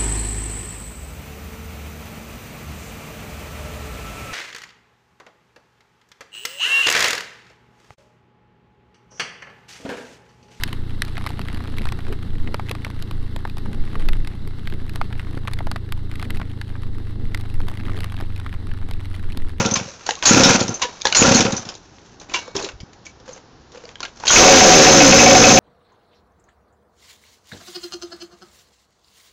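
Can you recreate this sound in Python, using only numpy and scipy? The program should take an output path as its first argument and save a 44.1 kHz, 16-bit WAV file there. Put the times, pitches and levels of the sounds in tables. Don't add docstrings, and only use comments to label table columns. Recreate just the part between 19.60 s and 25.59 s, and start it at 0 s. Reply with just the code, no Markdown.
import sys
import numpy as np
from scipy import signal
from scipy.fft import rfft, irfft, next_fast_len
from scipy.io import wavfile
from scipy.ndimage import uniform_filter1d

SR = 44100
rng = np.random.default_rng(int(sys.argv[2]) if len(sys.argv) > 2 else 0)


def log_audio(samples):
    frames = np.atleast_2d(samples).T
    limited = np.clip(frames, -1, 1)
    pcm = np.round(limited * 32767).astype(np.int16)
    wavfile.write(sys.argv[1], SR, pcm)


def level_to_linear(level):
    exponent = np.asarray(level, float) / 20
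    return 10 ** exponent


N = 264159
T = np.arange(N) / SR

# (time [s], frequency [Hz], level [dB])
INTAKE = [(4.75, 530, -8), (5.1, 500, -6), (5.16, 468, 4), (5.23, 440, 0), (5.27, 450, -6), (5.315, 455, 3),
          (5.36, 350, -1), (5.45, 275, 2), (5.52, 260, 1), (5.58, 280, -4), (5.85, 280, -4), (6, 275, -6)]


def evened(x):
    return x / np.sqrt(np.mean(x ** 2) + 1e-20)


def coloured(x, points):
    f, db = np.transpose(points)
    size = next_fast_len(len(x))
    hz = np.fft.rfftfreq(size, 1 / SR)
    gain = level_to_linear(np.interp(np.log(hz + 1), np.log(f), db))
    return irfft(rfft(x, size) * gain, size)[:len(x)]


def ring(x, modes):
    out = 0
    for hz, width_hz, db in modes:
        pole = np.exp((2j * np.pi * hz - np.pi * width_hz) / SR)
        out = out + level_to_linear(db) * signal.lfilter([1], [1, -pole], x).imag
    return out


def sweep(x, hz, width_hz):
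    turn = np.exp(2j * np.pi * np.cumsum(hz) / SR)
    return (turn * signal.lfilter([1], [1, -np.exp(-np.pi * width_hz / SR)], x / turn)).imag


def add(mix, s, sound):
    part = mix[max(round(s * SR), 0):][:len(sound)]
    part += sound[:len(part)]


def clicks(times, db):
    at = np.clip(np.round(np.asarray(times) * SR).astype(int), 0, N - 1)
    return np.bincount(at, level_to_linear(db), N)


def soft(x, width_s):
    push = np.hanning(int(width_s * SR) + 3)
    return signal.oaconvolve(x, push / push.sum())[:len(x)]


def fading_noise(hits, decay_s):
    return signal.lfilter([1], [1, -np.exp(-1 / (decay_s * SR))], hits) * rng.standard_normal(N)


def curve(points):
    return level_to_linear(np.interp(T, *np.transpose(points), left=-120))


def gesture(start, stop, rise_s, fall_db_per_s):
    return np.clip((T - start) / rise_s, 0, 1) ** 2 * level_to_linear(-fall_db_per_s * np.maximum(T - stop, 0))


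def pipe(flow, modes, low_hz=110):
    return signal.sosfilt(signal.butter(3, low_hz, "high", fs=SR, output="sos"), ring(flow, modes))


def cranking():
    # (time [s], level [dB])
    strokes = [(0.002, -5.5), (0.053, -7.5), (0.117, -13), (0.167, -19.5), (0.2099, -23), (0.258, -43),
               (0.7082, 2), (0.74, -2.5), (0.768, -1.5), (0.798, -1), (0.8283, -3.5), (0.856, -2),
               (0.898, -1), (0.947, -8), (1.011, -7.5), (1.047, -28), (1.09, -16), (1.108, -24.5),
               (1.593, -20), (1.616, -2), (1.645, -1), (1.678, 0.5), (1.711, -2), (1.749, -3.5),
               (1.796, -4.5), (1.851, -6.5), (1.867, -17), (1.929, -11.5), (1.991, -34), (2.063, -49)]
    # (frequency [Hz], width [Hz], level [dB])
    pipe_modes = [(140, 64, -19), (262.3, 67, -0.5), (367, 41, -9.5), (480, 35, -5.5), (537, 26, -8.5),
                  (770, 51, -6.5), (940, 55, -11.5), (1364, 86, -3)]
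    # (time [s], level [dB])
    pings = [(.004, -14.5), (0.051, -15), (.199, -21.5), (0.7147, -15.5), (0.7467, -11.5), (0.779, -10.5),
             (0.806, -11.5), (0.9057, -3.5), (0.9553, -11), (1.625, -5.5), (1.654, -15), (1.685, -22),
             (1.7202, -14), (1.759, -15), (1.8084, -10), (1.866, -14.5), (1.021, -19), (1.109, -36),
             (1.943, -24)]
    # (frequency [Hz], width [Hz], level [dB])
    cold_can = [(2520, 170, 2), (1380, 200, 0), (2230, 150, -5), (900, 200, -4)]
    port_lag_s = 0.00097
    rebound_s, rebound_db = 0.01092, -16
    s, db = np.transpose(strokes)
    puffs = fading_noise(clicks(s, db - 11), 0.021)
    slugs = soft(clicks(s + port_lag_s, db) + clicks(s + rebound_s, db + rebound_db), 0.0027)
    blown = -pipe(-slugs + 0.081 * soft(puffs, 0.00038), pipe_modes, low_hz=165)
    sigh = soft(clicks(s, -13.5 + 0.32 * db), 0.0059)
    taps = np.diff(soft(clicks(*np.transpose(pings)), .0003), prepend=0)
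    return blown + 3 * pipe(sigh, pipe_modes) + level_to_linear(10.5) * ring(taps, cold_can)


def crank():
    # (time [s], gain [turns/s])
    kicks = [(4.72, 80), (4.76, 8), (4.8, 10), (4.84, 12), (4.883, 5.5), (4.927, 3), (5.009, 8), (5.05, 8),
             (5.122, 3), (5.198, 3), (5.267, 13), (5.404, 11), (5.523, 3), (5.592, 9), (5.662, 8),
             (5.751, 13.5), (5.836, 9), (5.905, 9), (5.975, 9)]
    drag_turns_per_s2 = 130
    s, kick = np.transpose(kicks)
    speed = np.cumsum(np.bincount((s * SR).astype(int), kick, N))
    speed = speed - drag_turns_per_s2 * np.maximum(T - s[0], 0)
    return np.cumsum(speed) / SR, speed


def engine():
    # (time [s], level [dB])
    pumping = [(4.735, -49.5), (4.76, -7), (4.9, -5.5), (5.1, -4), (5.3, -5.5), (5.5, -4.5), (5.7, -6.5),
               (6, -2)]
    # (frequency [Hz], width [Hz], level [dB])
    fast_pipe = [(373, 650, 7), (277.7, 56, -6.5), (479, 56, -9), (535, 41, -6), (983, 250, -26.5),
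                 (1390, 100, -10)]
    turns, speed = crank()
    level = curve(pumping)
    uneven = level_to_linear(2 * rng.standard_normal(N)) * level
    beat = (np.diff(np.floor(turns), prepend=0) > 0) * uneven
    gulp = (np.diff(np.floor(turns + .47), prepend=0) > 0) * uneven
    gas = level * (1.0 + np.exp(-(turns % 1) / 0.93)) * rng.standard_normal(N)
    flow = -soft(beat + 0.096 * gulp, 0.00082) + .016 * soft(gas, 0.00046)
    exhaust = pipe(flow, fast_pipe, low_hz=189)
    return exhaust + firings(gas) + intake(level * (gulp != 0)) + cylinder(beat, gas) + drone(turns, speed)


def firings(gas):
    # (time [s], can ping level [dB], pipe ring level [dB])
    lit = [(4.7611, -0.5, -19.5), (4.7994, -14, -10.5), (4.8384, -8.5, -12), (4.8818, -6, 8.5),
           (4.9267, -5.5, -10), (4.9716, -5.5, -17), (5.009, -4, -3.5), (5.0499, -16.5, -3.5),
           (5.099, -22, -8), (5.1218, -8, -8), (5.142, -10, -16), (5.1976, -11.5, -12.5), (5.2669, -1, -3),
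           (5.3328, -17.5, -16.5), (5.4041, -2, -3.5), (5.5233, 1, -9.5), (5.5917, 1, -17.5),
           (5.662, -6, -9.5), (5.7089, -10.5, -16.5), (5.7508, -7.5, -5.5), (5.84, -2, -12.5),
           (5.9045, -9.5, -6.5), (5.9738, -3.5, -15)]
    # (frequency [Hz], width [Hz], level [dB])
    hot_pipe = [(745, 46.8, -15.5)]
    # (time [s], level [dB])
    header_rings = [(4.855, -16), (4.895, -12.5), (5.045, -17), (5.2, -16.5), (5.365, -38), (5.45, -19),
                    (5.535, -15), (5.63, -13), (5.685, -14.5), (5.718, -9.5), (5.87, -14), (5.935, -17),
                    (5.965, -23.5)]
    # (frequency [Hz], width [Hz], level [dB])
    header = [(544.2, 48, -14)]
    # (frequency [Hz], width [Hz], level [dB])
    can = [(2559, 64, -3), (2266, 170, 0.5)]
    s, ping_db, ring_db = np.transpose(lit)
    flame = fading_noise(clicks(s, ring_db), 0.0023)
    push = clicks(s, np.minimum(ring_db, -6) - 0.5) + .006 * flame + 0.003 * gas
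    hot = ring(ring(push, hot_pipe), hot_pipe)
    bend = ring(ring(clicks(*np.transpose(header_rings)), header), header)
    rasp = fading_noise(clicks(s, ping_db), .009)
    return hot + bend + ring(clicks(s, ping_db + 4.5) + 0.077 * rasp, can)


def intake(gulps):
    s, hz, db = np.transpose(INTAKE)
    gulps = soft(gulps, 0.00021)
    gulps = gulps - uniform_filter1d(gulps, size=301)
    return level_to_linear(np.interp(T, s, db - 2.5)) * sweep(gulps, np.interp(T, s, hz), 120)


def cylinder(beat, gas):
    # (frequency [Hz], width [Hz], level [dB])
    fins = [(5940, 60, -7.5), (6230, 34, 3), (6290, 80, 0.5), (6550, 50, -0.5), (3900, 43, -8)]
    # (time [s], level [dB])
    skirt = [
        (4.75, -15),
        (5.05, -11),
        (5.15, -3),
        (5.5, -3),
        (5.6, -7),
        (5.85, -4),
        (6, -8),
    ]
    # (frequency [Hz], width [Hz], level [dB])
    bore = [(5290, 120, 0), (6200, 200, -5)]
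    shaken = ring(level_to_linear(-23.5) * gas * 0.043 + level_to_linear(-9.5) * beat, fins)
    return shaken + ring(curve(skirt) * (beat != 0), bore)


def drone(turns, speed):
    # (time [s], level [dB])
    strength = [
        (4.74, -57),
        (4.8, -20),
        (5.05, -25.5),
        (5.15, -16.5),
        (5.5, -21.5),
        (5.58, -20),
        (6, -23),
    ]
    # (multiple of shaft speed, level [dB])
    orders_db = [(2, -14.5), (3, -1), (4, -1.5), (5, -2), (6, -1.5), (7, -3.5), (8, -3.5)]
    pick_hz, patchy_db, patch_s = 42, 2.5, .05
    s, hz, db = np.transpose(INTAKE)
    note_hz, lift_db = np.interp(T, s, hz), np.interp(T, s, db + 7)
    out = np.zeros(N)
    for k, order_db in orders_db:
        lift = lift_db / (1 + ((k * speed - note_hz) / pick_hz) ** 2)
        patchy = patchy_db * evened(soft(rng.standard_normal(N), patch_s))
        out += level_to_linear(order_db + lift + patchy) * np.cos(2 * np.pi * (k * turns + rng.random()))
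    return curve(strength) * out


def effort():
    # (time [s], hiss level [dB])
    fan = [
        (4.655, -32),
        (4.7, -19.5),
        (4.78, -4),
        (4.95, -5.5),
        (6, -11),
    ]
    # (pawls grab [s], rope let go [s], hiss level [dB])
    pulls = [
        (-.3, -0.021, -12),
        (0.653, 0.943, -13.5),
        (1.547, 1.795, -15),
    ]
    # (start [s], hold [s], hiss level [dB], casing rattle re hiss [dB])
    rubs = [(0.147, 0.13, -39.5, -9), (0.288, 0.74, -46, -4), (0.457, 0.031, -33.5, -5),
            (0.621, 0.031, -26.5, -0.5), (1.189, 0.76, -45.5, -2), (1.205, 0.014, -52, 20.5),
            (1.442, 0.22, -33.5, -1), (2.044, 0.072, -55.5, 14.5), (2.165, 0.38, -56.5, -18),
            (2.605, .012, -48.5, 3.5), (2.683, 0.1, -53, 11.5), (2.733, 0.012, -25, -21),
            (2.815, 0.09, -70.5, 21), (2.944, 0.047, -35, 1.5), (2.988, 0.11, -60, 14.5),
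            (3.445, 0.022, -46, -21), (3.649, 0.12, -53.5, 1.5), (4.12, 0.2, -58.5, 6.5),
            (4.407, 0.041, -61, 19), (4.467, 0.087, -58, -12), (4.552, 0.11, -50, -4),
            (4.595, 0.038, -56, 9)]
    grab_s, sag_db_per_s, let_go_db_per_s = 0.0024, 5.5, 484
    coast_db, coast_db_per_s, coast_s = -14, 62, 0.24
    rub_rise_s, rub_fall_db_per_s = 0.0084, 260.5
    hiss = curve(fan)
    rattle = hiss * level_to_linear(-6.5)
    for grab, go, db in pulls:
        pull = level_to_linear(db - sag_db_per_s * (T - grab)) * gesture(grab, go, grab_s, let_go_db_per_s)
        coast = level_to_linear(db + coast_db) * gesture(go, go, grab_s, coast_db_per_s)
        coast = coast * gesture(go, go + coast_s, grab_s, rub_fall_db_per_s)
        built = level_to_linear(-6.5 - 14.5 * np.exp(-np.maximum(T - grab, 0) / 0.023))
        hiss = hiss + pull + coast
        rattle = rattle + built * pull + level_to_linear(1) * coast
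    for s, hold, db, rattle_db in rubs:
        rub = level_to_linear(db) * gesture(s, s + hold, rub_rise_s, rub_fall_db_per_s)
        hiss, rattle = hiss + rub, rattle + level_to_linear(rattle_db) * rub
    return hiss, rattle


def whirr():
    # (frequency [Hz], density [dB/Hz])
    hiss_colour = [(880, -17.5), (1500, -1.5), (1960, -6.5), (2400, -3.5), (2550, -3), (3130, -6),
                   (4870, -5), (5600, 0), (6260, 2.5), (7100, -9), (8000, 5), (10400, -73.5), (17600, -120)]
    rattle_colour = [(200, -4.5), (450, 0.0), (1000, 0), (2000, -9.5), (3000, -12.0)]
    hiss_gain, rattle_gain = effort()
    grains_per_s = 2500
    height = level_to_linear(2.0 * np.minimum(rng.exponential(1, N), 4))
    grains = height * (rng.random(N) < grains_per_s / SR) * rng.standard_normal(N)
    flicker = level_to_linear(2.14 * evened(soft(rng.standard_normal(N), 0.011)))
    scrape = (evened(grains) + 0.89 * rng.standard_normal(N)) * flicker
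    hiss = evened(coloured(scrape, [(900, -47.0)] + hiss_colour))
    rattle = evened(coloured(rng.standard_normal(N) * flicker, rattle_colour))
    return level_to_linear(-0.5) * hiss_gain * hiss + level_to_linear(2.0) * rattle_gain * rattle


def squeaks():
    # (time [s], level [dB], frequency [Hz], length [s], glide [Hz/s])
    slips = [(0.138, -14.5, 6130, 0.0091, 4), (0.659, -13, 6500, 0.057, 6999),
             (1.091, -28.5, 6170, 0.014, -9), (1.141, -26, 6320, 0.02, -2000),
             (1.565, -13, 6960, 0.058, -4000), (1.744, -15, 6650, 0.036, -7000),
             (1.747, -16.5, 4250, 0.02, 4007), (1.965, -22.5, 6120, 0.021, 3),
             (4.707, -11.5, 6590, 0.059, 0), (2.988, -34, 2600, 0.011, 0), (3.464, -41.5, 2330, 0.015, 0),
             (0.836, -10.5, 5380, 0.025, -0.5), (0.843, -20, 3785, 0.029, 0.5),
             (1.56, -21, 4260, 0.024, -2), (0.111, -20, 6180, 0.015, 5), (3.729, -43, 6290, 0.018, -3),
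             (4.194, -58, 2950, .015, 0)]
    out = np.zeros(N)
    for s, db, hz, length_s, glide in slips:
        t = T[:int(3 * length_s * SR)]
        noise, drift = rng.standard_normal((2, 9000))
        wobble = 1 + .015 * evened(soft(drift, 0.015))
        pitch = (hz + glide * np.clip(T[:9000] - T[1000], 0, length_s)) * wobble
        whistle = sweep(noise, pitch, 45) + level_to_linear(5.5) * sweep(noise, pitch, 500)
        fuzz = evened(whistle[1000:1000 + len(t)])
        add(out, s, level_to_linear(db) * fuzz * np.minimum(t / 0.0013, 1) * np.exp(-(t / length_s) ** 2))
    return out


def knocks():
    # (time [s], level [dB], brightest frequency [Hz])
    casing = [(.0005, -19, 5930), (0.0495, -11, 4500), (.0605, -8.5, 5600), (0.1121, -12.5, 5640),
              (1.004, -10.5, 5300), (1.0085, -5, 6700), (1.027, -12, 6430), (1.0814, -9.5, 5420),
              (1.742, -6.5, 4240), (1.8062, -1, 5430), (1.851, -10, 2620), (1.9222, -10, 6140),
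              (2.0527, -25, 5300), (2.1412, -30, 4860), (2.152, -24, 6100), (2.165, -41, 5000),
              (2.46, -39, 2930), (2.53, -46, 2600), (2.599, -29.5, 6050), (2.6964, -25, 2800),
              (2.9644, -11.5, 5300), (3.0253, -18, 6400), (3.0444, -16.5, 4000), (3.2031, -28, 5040),
              (3.205, -32, 2250), (3.3315, -34.5, 2320), (3.457, -33, 5750), (3.4665, -27.5, 6500),
              (4.1192, -34, 5700), (4.6001, -28, 6900)]
    cover = [(0.1568, -7, 3500), (.163, -12, 2270), (0.6555, 1, 6830), (1.2185, -6, 5850),
             (1.2215, -10.5, 3600), (.453, -33, 2490), (2.7388, -13, 3400), (3.466, -37.5, 2400),
             (4.6687, -10, 4170)]
    handle = [(0.4905, -8.5, 2700), (1.4536, -0.5, 5320), (1.4695, -6, 2860), (4.4047, -21, 4280),
              (4.6366, -24, 2520), (4.653, -21, 2500), (4.658, -15, 6400)]
    stop = [
        (1.2242, -14, 3750),
        (1.2345, -14, 2820),
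        (2.7452, -13.5, 2760),
        (2.7615, -17, 2790),
    ]
    pawl = [(0.8345, 6.5, 5500), (1.5484, -4.5, 4300), (2.0892, -16.5, 5040), (3.0889, -19, 2220),
            (4.6786, 0, 6300), (4.696, -5, 5900)]
    lever = [(4.4294, -17, 4100), (0.41, -36, 2300), (2.0545, -33, 5600)]
    latch = [(4.4517, -16, 3360)]
    sprag = [
        (4.671, -15, 4300),
        (0.012, -18, 2600),
    ]
    tank = [(2.8565, -38, 5200), (2.8785, -31.5, 5300), (3.012, -28, 4530), (3.0645, -29.5, 4000),
            (3.7094, -38.5, 6300), (3.7245, -39, 6200), (4.147, -38, 1190), (3.603, -46, 3000),
            (3.679, -34.5, 1300), (3.691, -33.5, 1500), (3.762, -40, 2500), (3.777, -40, 1990),
            (4.157, -39, 2480), (4.173, -35, 2400), (4.205, -49, 2900), (4.237, -38.5, 1600),
            (4.279, -43, 2000), (.493, -38, 1100), (.51, -27, 1100), (1.245, -26, 3020), (2.76, -33, 2800)]
    seat = [(2.9522, -23, 3900), (3.035, -27, 4000)]
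    ratchet = [(0.4655, -12.5, 6600), (0.5079, -8, 6300), (0.5085, -8, 2820), (0.554, -18, 6230),
               (0.626, -7, 3100), (.6385, -14, 5000), (1.2055, -31, 5500), (1.413, -22, 5100),
               (1.4185, -12, 6250), (1.4707, -4, 6360), (1.5253, -2.5, 4320), (2.385, -34, 2460),
               (3.6, -39, 5500), (4.254, -27, 4470), (4.2911, -26, 2970), (4.356, -26, 3220),
               (4.397, -33, 3600), (4.4047, -17.5, 3200)]
    # (knocks, hollow note [Hz], hollow level [dB], t60 [s], broad crack level [dB])
    struck = [(casing, 320, -17.5, 0.058, -5.5), (cover, 1050, -20.5, 0.093, -2),
              (handle, 870, -7.5, 0.03, -5), (stop, 1500, -19, 0.069, -10),
              (pawl, 1520, -24, 0.06, -11.5), (lever, 1410, -12, 0.047, -17),
              (latch, 1620, -14, 0.047, -18), (sprag, 1200, -18, .015, -22.5),
              (tank, 493, -1.3, 0.076, -9.5), (seat, 386, -2.2, 0.11, 6),
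              (ratchet, 2500, -26.5, 0.015, -14)]
    out, t = np.zeros(N), T[:4500]
    for hits, low_hz, low_db, t60, crack_db in struck:
        fade = level_to_linear(-60 * t / (0.89 * t60))
        hollow_modes = [(low_hz, 2.53 / t60, -30), (1.8 * low_hz, 350, -36), (0.577 * low_hz, 90, -33)]
        for s, db, hz in hits:
            blow = rng.standard_normal(len(t)) * (0.6 * fade + 0.71 * level_to_linear(-60 * t / 0.00076))
            wide = ring(blow, [(hz, 500, -16), (0.655 * hz, 600, -15), (2700, 500, -29), (4500, 5000, crack_db)])
            wide = np.diff(wide, prepend=0)
            hollow = np.diff(ring(blow * fade, hollow_modes), prepend=0)
            both = wide / abs(wide).max() + level_to_linear(low_db + 5.5) * hollow / abs(hollow).max()
            add(out, s, level_to_linear(db - 0.35) * both)
    return out


def frame():
    # (time [s], level [dB], place from engine 0 to seat 1)
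    blows = [
        (.491, -39, 0.18),
        (1.222, -34, 0.17),
        (1.454, -42, 0),
        (2.698, -43, 0.96),
        (2.745, -27, 0.75),
        (2.956, -59, 0.92),
        (4.453, -65.5, 0),
    ]
    # (frequency [Hz], level struck at engine [dB], level struck at seat [dB], t60 [s])
    tubes = [(1576, -20, -12, .7), (2250, -18, -8, 0.79), (2950, 0.5, -1, .2), (3870, -0.5, -13, 0.31),
             (3790, 3.5, -12, .7), (3300, -11.5, -21, .3), (3980, -8, -11, .35), (4230, -12, -19, 0.9),
             (4530, -3.5, -15, 0.32), (5300, -6, -17, .3)]
    out, t = np.zeros(N), T[:25000]
    for s, db, place in blows:
        for hz, near_db, far_db, t60 in tubes:
            share = 0.37 + 0.36 * rng.random()
            fade = level_to_linear(db + near_db + place * (far_db - near_db) - 60 * t / t60)
            add(out, s, share * fade * np.sin(2 * np.pi * hz * t))
    return out


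def panels():
    # (time [s], level [dB], frequency [Hz], t60 [s])
    answers = [(.158, -22, 1200, .06), (.28, -34, 550, 0.096), (.4905, -11, 780, 0.017),
               (.4915, -18, 1630, 0.022), (.627, -26, 1500, .09), (.571, -33, 1100, 0.071),
               (1.2215, -15, 1030, 0.024), (1.232, -19.5, 970, 0.13), (1.25, -26, 1730, 0.069),
               (1.248, -36, 430, 0.13), (1.223, -22, 2840, .08), (1.4538, -7, 930, 0.024),
               (1.4545, -8, 1670, .025), (1.4545, -18, 560, .03), (1.465, -17.5, 900, .05),
               (1.527, -15, 2950, 0.033), (1.53, -17, 1500, .03), (2.6965, -33, 2500, .06),
               (2.743, -17, 1040, 0.057), (2.762, -29, 960, 0.15), (2.744, -14, 2330, 0.044),
               (2.746, -21.5, 2780, 0.11), (3.2035, -43, 2250, .04), (3.4655, -29, 2300, .025),
               (2.954, -27, 396, .05), (3.008, -30, 510, .06), (2.748, -29, 360, .1),
               (.002, -7, 300, 0.027), (4.356, -39, 1640, 0.045), (4.254, -38, 650, .04),
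               (4.28, -46, 540, .05), (4.4055, -30, 1020, .04), (4.637, -18.5, 915, 0.021),
               (4.6375, -26, 1500, .03), (4.652, -28, 1000, 0.025), (4.67, -14.5, 3200, 0.016),
               (4.682, -13, 3300, 0.019), (4.695, -7.5, 3200, .02), (4.705, -10, 3280, .02),
               (4.704, -11.5, 1130, 0.032), (4.703, -13, 1450, 0.091)]
    out, t = np.zeros(N), T[:9000]
    for s, db, hz, t60 in answers:
        add(out, s, level_to_linear(db - 60 * t / t60) * np.minimum(t / .0008, 1) * np.sin(2 * np.pi * hz * t))
    return out


def patio(x):
    # (delay [s], level [dB])
    walls = [(.0031, -30), (.0057, -43), (.0094, -1.5), (.014, -2), (.021, -42.5), (.029, -2.5)]
    tail_t60_s, tail_db = .2, -18
    taps = np.zeros(SR // 2)
    at = np.arange(900, SR // 2 - 20, 20) + rng.integers(0, 20, (SR // 2 - 901) // 20)
    taps[at] = rng.choice([-1., 1.], len(at)) * level_to_linear(-60 * at / SR / tail_t60_s)
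    taps *= level_to_linear(tail_db) / np.linalg.norm(taps)
    for k, (s, db) in enumerate(walls):
        taps[round(s * SR)] += (-1) ** k * level_to_linear(db - 15.5)
    return signal.oaconvolve(x, taps)[:N]


def air():
    # (frequency [Hz], density [dB/Hz])
    hum = [(15, -44.5), (25, -11.5), (101, -7.5), (142, -10.5), (421, -13), (619, -19), (789, -16),
           (1750, -24), (2070, -28.5), (2450, -30.5), (5570, -28), (8000, -38.5), (10400, -68.5),
           (17600, -120)]
    # (time [s], level [dB], frequency [Hz])
    gusts = [
        (3.132, -35, 59),
        (3.15, -34, 55),
        (3.205, -32, 60),
        (3.231, -26, 139),
    ]
    drift = level_to_linear(0.24 * evened(soft(rng.standard_normal(N), 0.1)))
    out = level_to_linear(-50.5) * evened(coloured(rng.standard_normal(N), hum)) * drift
    for s, db, hz in gusts:
        u = T[:int(SR / hz)] * hz
        add(out, s, -level_to_linear(db) * np.sin(2 * np.pi * u) * np.sin(np.pi * u))
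    return out


def scene():
    bike = cranking() + engine() + squeaks() + knocks() + frame() + panels()
    return (bike + patio(bike) + whirr() + air())[None]


def top_cut(x):
    return signal.sosfilt(signal.butter(12, 15900, fs=SR, output="sos"), x)


def record(dry):
    # (frequency [Hz], gain [dB])
    band = [(7000, 1.5), (7400, -6), (7800, -25.5), (8200, -25.5), (8900, -21.5), (9400, -100)]
    top, ceiling = .71, .75
    hot = dry[0] / (1 + abs(dry[0] / top) ** 9.53) ** (1 / 5.27)
    mix = np.clip(coloured(hot, band), -ceiling, ceiling)[None]
    return top_cut(mix)


dry = scene()
out = record(dry)
log_audio(out)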